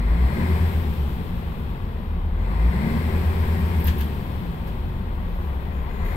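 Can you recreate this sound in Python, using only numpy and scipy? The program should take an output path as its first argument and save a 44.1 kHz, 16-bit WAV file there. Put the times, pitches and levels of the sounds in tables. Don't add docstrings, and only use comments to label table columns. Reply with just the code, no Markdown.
import sys
import numpy as np
from scipy import signal
from scipy.fft import rfft, irfft
from scipy.io import wavfile
from scipy.ndimage import uniform_filter1d

SR = 44100
rng = np.random.default_rng(int(sys.argv[2]) if len(sys.argv) > 2 else 0)


def inscribe(sig):
    pcm = np.round(np.clip(np.atleast_2d(sig).T, -1, 1) * 32767)
    wavfile.write(sys.argv[1], SR, pcm.astype(np.int16))


N = 271656
TIME_S = np.arange(N) / SR
FREQ_HZ = np.fft.rfftfreq(N, 1 / SR)
CYLINDERS, REF_FIRING_HZ = 6, 84
RIGHT_DELAY_S = 0.00033

# time_s, firing_hz
ENGINE_SPEED = [(0,47.3),(.22,61.5),(.45,79.5),(.62,86),(.8,80.6),(1,73),(1.3,60.1),(1.7,48.8),(2.1,38.1),(2.32,35.6),(2.68,60.1),(2.85,73.7),(3.12,83.2),(3.75,83.4),(3.95,78.6),(4.3,61.6),(5.1,41.2),(5.7,30.7),(5.98,32.2),(6.16,44)]
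# time_s, opening_frac
THROTTLE_CURVE = [(0, 0.64), (.42, 0.85), (.62, .66), (.9, 0.04), (1.5, 0), (2.28, 0), (2.45, 0.56),
                  (2.85, 0.83), (3.1, 0.62), (3.75, 0.56), (4.1, .12), (5.55, 0), (5.9, 0.26), (6.16, 0.62)]
# base_db, speed_db_per_octave, full_throttle_db, late_shift_db, lag_s
LAYER_LEVELS = [(-11, -0.5, 11, -2.5, 0), (-23.5, 9, 2.5, 0, 0), (-35, 3, 2, 1, 0),
                (-41.5, 2.5, 5.5, 2.1, 0), (-52, 5.5, 12, 4, 0.012), (-51, 6, 2, 2.5, 0.045),
                (-61, 10.5, 7, 2.5, 0.023), (-54.5, 10.5, 2, 6.5, 0.06)]
# cycle_multiple, level_db
STRONG_ORDERS = [(9, -7), (11, -11), (12, -3), (13, -6), (14, -11), (15, -12), (16, -6), (18, 1.5),
                 (25, -8), (27, 0), (28, -1), (33, -6)]
# freq_hz, gain_db
CAB_RESPONSE = [(30, -4), (48, -10.5), (72, 3.5), (88, -10.5), (104, -14), (135, -6), (160, -11), (174, -5),
                (190, -13.5), (232, -12), (250, -23.5), (280, -22.5), (325, -29.5), (375, -21), (430, -21),
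                (550, -42), (900, -24)]
# freq_hz, gain_db
CAB_AIR_MODES = [(29, -20), (33, -19), (36, -8), (43, -12), (52, -7.5), (62, 1), (72, -2.5), (84, -8.5),
                 (98, -11), (125, -33)]
# freq_hz, width_hz, level_db
BODY_MODES = [(22.6, 6, -40), (51, 36, -34.5), (70.7, 3.3, -34.5), (81.2, 5.4, -36)]
# freq_hz, width_hz, lift_db
BLOCK_MODES = [(773, 41, 1), (916, 21, 4), (1130, 22, 8), (1613, 67, -1), (1872, 11, 10), (2020, 43, 6.5),
               (2165, 47, 6), (2423, 19, 3)]
# start_s, length_s, level_db
THIN_WHISTLES = [(2.33, 0.21, -77), (5.73, 0.088, -74), (5.89, 0.3, -70)]
# start_s, hiss_db, chuff_db, rise_s, decay_s
VALVE_PUFFS = [(3.79, -49, -63, 0.011, 0.031), (3.843, -31, -48, 0.00092, 0.0022),
               (3.846, -40, -41, 0.0054, 0.021), (3.8706, -29.5, -40, 0.0011, 0.00074),
               (3.867, -43, -36, 0.012, 0.027), (3.975, -47, -49, 0.01, 0.043),
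               (3.996, -45, -42.5, 0.012, 0.023), (4.66, -58, -52, 0.015, 0.031),
               (6.04, -47.5, -54, 0.023, 0.12)]

# freq_hz, relative_db
DRONE_SPECTRUM = [(80, -59), (110, -1), (150, -3.5), (175, 7.5), (200, 2), (235, 1), (280, -7), (320, -9.5),
                  (365, -4), (450, -16), (600, -33)]
HOLLOW_SPECTRUM = [(740, -15), (830, 0), (930, -3), (1050, -12)]
WHISTLE_SPECTRUM = [(6350, -30), (6680, -3), (6900, -5), (7150, -14)]
INTAKE_SPECTRUM = [(5000, -13), (7000, -16), (9700, -19.5), (11000, -11.5), (11900, -5.5), (12800, -3.5),
                   (14000, -7), (15700, -8.5)]
TURBO_SPECTRUM = [(4000, 2), (5300, 1), (6500, -16), (7300, -3.5), (8100, 1.5), (9000, -3.5), (10500, -6),
                  (12000, -22)]
TICK_SPECTRUM = [(1800, -19), (2600, 4.5), (2900, 1), (3300, 4), (3650, -0.5), (4250, -5), (4800, -12.5),
                 (5300, -18.5), (6000, -40), (7000, -45.5), (9000, -39.5)]
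PUFF_SPECTRUM = [(9000, -18), (10700, -5), (11900, 8), (12900, 11), (14000, 2), (15700, 2)]
CHUFF_SPECTRUM = [(1000, -17), (1450, -2.5), (1680, 5.5), (2000, -4.5), (3100, 0), (4200, -6.5),
                  (5500, -13.5), (8000, -16.5), (10500, -21)]
ROAR_SPECTRUM = [(250, -3.5), (400, 3), (520, 2.5), (650, -1), (780, -0.5), (880, -2.5), (960, -1.5),
                 (1130, -6), (1300, -8), (1800, -13), (3000, -26.5)]
CLATTER_SPECTRUM = [(1000, 1), (1350, -17.5), (1620, 1), (1740, -3.5), (2050, -3), (2260, -3.5), (2440, -1),
                    (2700, -22), (3400, -23.5), (5000, -34)]
BITE_SPECTRUM = [(1780, -7), (1920, -6), (2060, 3), (2170, -2.5), (2300, -34), (3900, -18), (4280, -13.5),
                 (4700, -44)]

# freq_hz, left_minus_right_db
ENGINE_BALANCE = [(60, 1.5), (200, 2), (380, 3), (700, 6.5), (1300, 6.5), (2400, 8), (4400, 4.5),
                  (6200, -0.5), (8100, 18.5), (10500, 4), (13000, -3)]
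VALVE_BALANCE = [(2400, 6), (4400, -1), (8100, 5), (13000, -11)]
# freq_hz, coherence_frac
CAB_COHERENCE = [(60, 1), (130, 0.77), (250, 0.9), (420, 1), (600, 0.66), (1200, 0.36), (2500, 0.2),
                 (8000, 0.12), (15000, 0.12)]


def amp(db):
    return 10 ** (np.asarray(db) / 20)


def unit_rms(x):
    return x / np.sqrt(np.mean(x ** 2) + 1e-20)


def ramp(start_s, length_s):
    return np.clip((TIME_S - start_s) / length_s, 0, 1)


def lookup(table, hz):
    table_hz, values = np.transpose(table)
    return np.interp(np.log(hz + 1), np.log(table_hz + 1), values)


def colour(spectrum):
    nearest_hz = np.clip(FREQ_HZ, spectrum[0][0], spectrum[-1][0])
    octaves_out = abs(np.log2((FREQ_HZ + 1) / (nearest_hz + 1)))
    return amp(lookup(spectrum, FREQ_HZ) - 97 * octaves_out)


def wander(rate_hz):
    knots = rng.standard_normal(2000)
    return unit_rms(np.interp(TIME_S * rate_hz, np.arange(len(knots)), knots))


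def cab_noise(gain, balance=ENGINE_BALANCE):
    shared, separate = rfft(rng.standard_normal((2, N)))
    coherence = np.clip(lookup(CAB_COHERENCE, FREQ_HZ), 0, 1)
    lag_rad = 2 * np.pi * FREQ_HZ * RIGHT_DELAY_S
    left_gain = amp(lookup(balance, FREQ_HZ))
    right = coherence * shared * np.exp(-1j * lag_rad) + np.sqrt(1 - coherence ** 2) * separate
    sum_gain = np.sqrt(1 + left_gain ** 2 + 2 * left_gain * coherence * np.cos(lag_rad))
    noise = irfft(np.array([left_gain * shared, right]) * gain / sum_gain, N)
    return noise / np.std(noise.mean(0))


def pan_left(mono):
    tilt = amp(lookup(ENGINE_BALANCE, FREQ_HZ) / 2)
    delay = np.exp(-2j * np.pi * FREQ_HZ * RIGHT_DELAY_S)
    spectrum = rfft(mono)
    return irfft([spectrum * tilt, spectrum / tilt * delay], N)


def block_ringing(ripple_db, spacing_hz):
    lift_db = sum(db / (1 + (2 * (FREQ_HZ - hz) / width_hz) ** 2) for hz, width_hz, db in BLOCK_MODES)
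    knots = rng.standard_normal(4000)
    ripple = np.interp(FREQ_HZ / spacing_hz, np.arange(len(knots)), knots)
    return amp(lift_db + ripple_db * ripple)


def knocks(cycles, depth, decay_frac, uneven_db):
    strokes = cycles * CYLINDERS
    index, phase = strokes.astype(int), strokes % 1
    cylinder_bias = rng.standard_normal(CYLINDERS)[index % CYLINDERS]
    deviation = np.clip(cylinder_bias + rng.standard_normal(N)[index], -2, 2)
    burst = np.sqrt(np.sin(np.pi * phase) ** 3) * np.exp(-phase / decay_frac)
    return unit_rms(1 + depth * amp(uneven_db * deviation) * burst / burst.max())


def hollow_ring(peak_s, width_s, peak_db):
    swell = np.exp(-((TIME_S - peak_s) / width_s) ** 2)
    return amp(peak_db) * swell * cab_noise(colour(HOLLOW_SPECTRUM))


def thin_whistle():
    envelope = sum(amp(db) * np.sqrt(abs(np.sin(np.pi * ramp(start_s, length_s))))
                   for start_s, length_s, db in THIN_WHISTLES)
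    return envelope * cab_noise(colour(WHISTLE_SPECTRUM))


def body_rumble():
    power = 0
    for hz, width_hz, db in BODY_MODES:
        peak = 1 / (1 + ((FREQ_HZ - hz) / (1.4 * width_hz)) ** 2)
        power += (amp(db) * unit_rms(peak)) ** 2
    return cab_noise(np.sqrt(power)) * np.sqrt(np.mean(power))


def cab_drone(level_db):
    return amp(level_db) * cab_noise(colour(DRONE_SPECTRUM))


def intake_hiss(level_db, block):
    return amp(level_db) * cab_noise(colour(INTAKE_SPECTRUM) * block) * amp(0.5 * wander(rate_hz=54))


def turbo_whoosh(level_db, block, load):
    return amp(level_db - 0.7 + 2.0 * load) * cab_noise(colour(TURBO_SPECTRUM) * block)


def valve_train(level_db, block, cycles):
    noise = amp(level_db) * cab_noise(colour(TICK_SPECTRUM) * block)
    return noise * knocks(2 * cycles, depth=0.16, decay_frac=0.14, uneven_db=-2.5)


def air_valve(chuff_lag_s):
    hiss_gain, chuff_gain = np.zeros((2, N))
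    for start_s, hiss_db, chuff_db, rise_s, decay_s in VALVE_PUFFS:
        flow = ramp(start_s, rise_s) * np.exp(-np.maximum(TIME_S - start_s - rise_s, 0) / decay_s)
        hiss_gain += amp(hiss_db) * flow
        chuff_gain += amp(chuff_db) * np.interp(TIME_S - chuff_lag_s, TIME_S, flow)
    sputter = unit_rms(amp(2.5 * wander(rate_hz=330)))
    hiss = hiss_gain * sputter * cab_noise(colour(PUFF_SPECTRUM), VALVE_BALANCE)
    chuff = chuff_gain * cab_noise(colour(CHUFF_SPECTRUM), VALVE_BALANCE)
    return hiss + chuff


def combustion(roar_db, clatter_db, block, load, firing_pulses):
    roar = amp(roar_db) * cab_noise(colour(ROAR_SPECTRUM) * block)
    clatter = amp(clatter_db) * cab_noise(colour(CLATTER_SPECTRUM) * block)
    bite = amp(clatter_db - 3.8) * load * cab_noise(colour(BITE_SPECTRUM))
    return (roar + clatter + bite) * firing_pulses


def engine_orders(firing_hz, cycles, weak_db, waver_frac):
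    order_db = {order: weak_db for order in range(2, 38) if order != CYLINDERS}
    order_db.update({round(order): db for order, db in STRONG_ORDERS})
    cycle_hz = firing_hz[::64] / CYLINDERS
    tones = np.zeros(N)
    for order, db in sorted(order_db.items()):
        gain = np.interp(TIME_S, TIME_S[::64], amp(db + lookup(CAB_RESPONSE, order * cycle_hz)))
        gain *= 1 + waver_frac * wander(rate_hz=9.6)
        tones += gain * np.cos(2 * np.pi * (order * cycles + rng.random()))
    return tones


def firing_boom(level_db, firing_hz, cycles, throttle):
    compression, fuel = 0.53, 0.26
    belt_order, throb_depth = 5.397, 0.68
    inertia = (firing_hz / REF_FIRING_HZ) ** 2
    shake = compression + fuel * throttle - inertia
    firing, belt, octave = (np.sqrt(2) * np.cos(2 * np.pi * order * cycles)
                            for order in (CYLINDERS, belt_order, 2 * CYLINDERS))
    throb = firing - throb_depth * inertia * belt
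    boom_db = level_db + lookup(CAB_AIR_MODES, firing_hz)
    octave_db = -31.5 + lookup(CAB_AIR_MODES, 2 * firing_hz) + 3.0 * wander(rate_hz=9.9)
    return amp(boom_db) * shake * throb + amp(octave_db) * octave


def layer_levels_db(firing_hz, throttle):
    octaves = np.log2(firing_hz / REF_FIRING_HZ)
    late = ramp(start_s=5.09, length_s=0.36)
    for base_db, db_per_octave, throttle_db, late_db, lag_s in LAYER_LEVELS:
        drive_db = db_per_octave * octaves + throttle_db * throttle
        yield base_db + np.interp(TIME_S - lag_s, TIME_S, drive_db) + late_db * late


def scene():
    firing_hz = np.interp(TIME_S, *np.transpose(ENGINE_SPEED))
    throttle = np.interp(TIME_S, *np.transpose(THROTTLE_CURVE))
    (boom_db, orders_db, drone_db, roar_db,
     clatter_db, tick_db, turbo_db, intake_db) = layer_levels_db(firing_hz, throttle)
    cycles = np.cumsum(firing_hz) / SR / CYLINDERS
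    acceleration = np.maximum(uniform_filter1d(np.gradient(firing_hz), size=SR // 4), 0)
    load = np.sqrt(acceleration / acceleration.max())
    growl_db = 5.5 * load * np.exp(-((firing_hz - 75.3) / 7.3) ** 2)
    block = block_ringing(ripple_db=1.62, spacing_hz=21.75)
    firing_pulses = knocks(cycles, depth=0.24, decay_frac=0.11, uneven_db=2.0)

    tones = firing_boom(boom_db, firing_hz, cycles, throttle)
    tones += amp(orders_db + growl_db) * engine_orders(firing_hz, cycles, weak_db=-14, waver_frac=0.22)
    mix = pan_left(tones) + cab_drone(drone_db + growl_db)
    mix += combustion(roar_db, clatter_db, block, load, firing_pulses)
    mix += valve_train(tick_db, block, cycles)
    mix += turbo_whoosh(turbo_db, block, load)
    mix += intake_hiss(intake_db, block)
    mix += body_rumble()
    mix += hollow_ring(peak_s=6.3, width_s=0.06, peak_db=-42.5)
    mix += thin_whistle()
    mix += air_valve(chuff_lag_s=0.0038)
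    tilt = amp(0.5 * ramp(start_s=5.43, length_s=0.23))
    return mix * np.array([tilt, 1 / tilt])


def record(dry):
    cutoff_hz = 15780
    taps = signal.firwin(801, cutoff_hz, window=("kaiser", 9), fs=SR)
    return signal.oaconvolve(dry, taps[None], "same")


dry = scene()
out = record(dry)
inscribe(out)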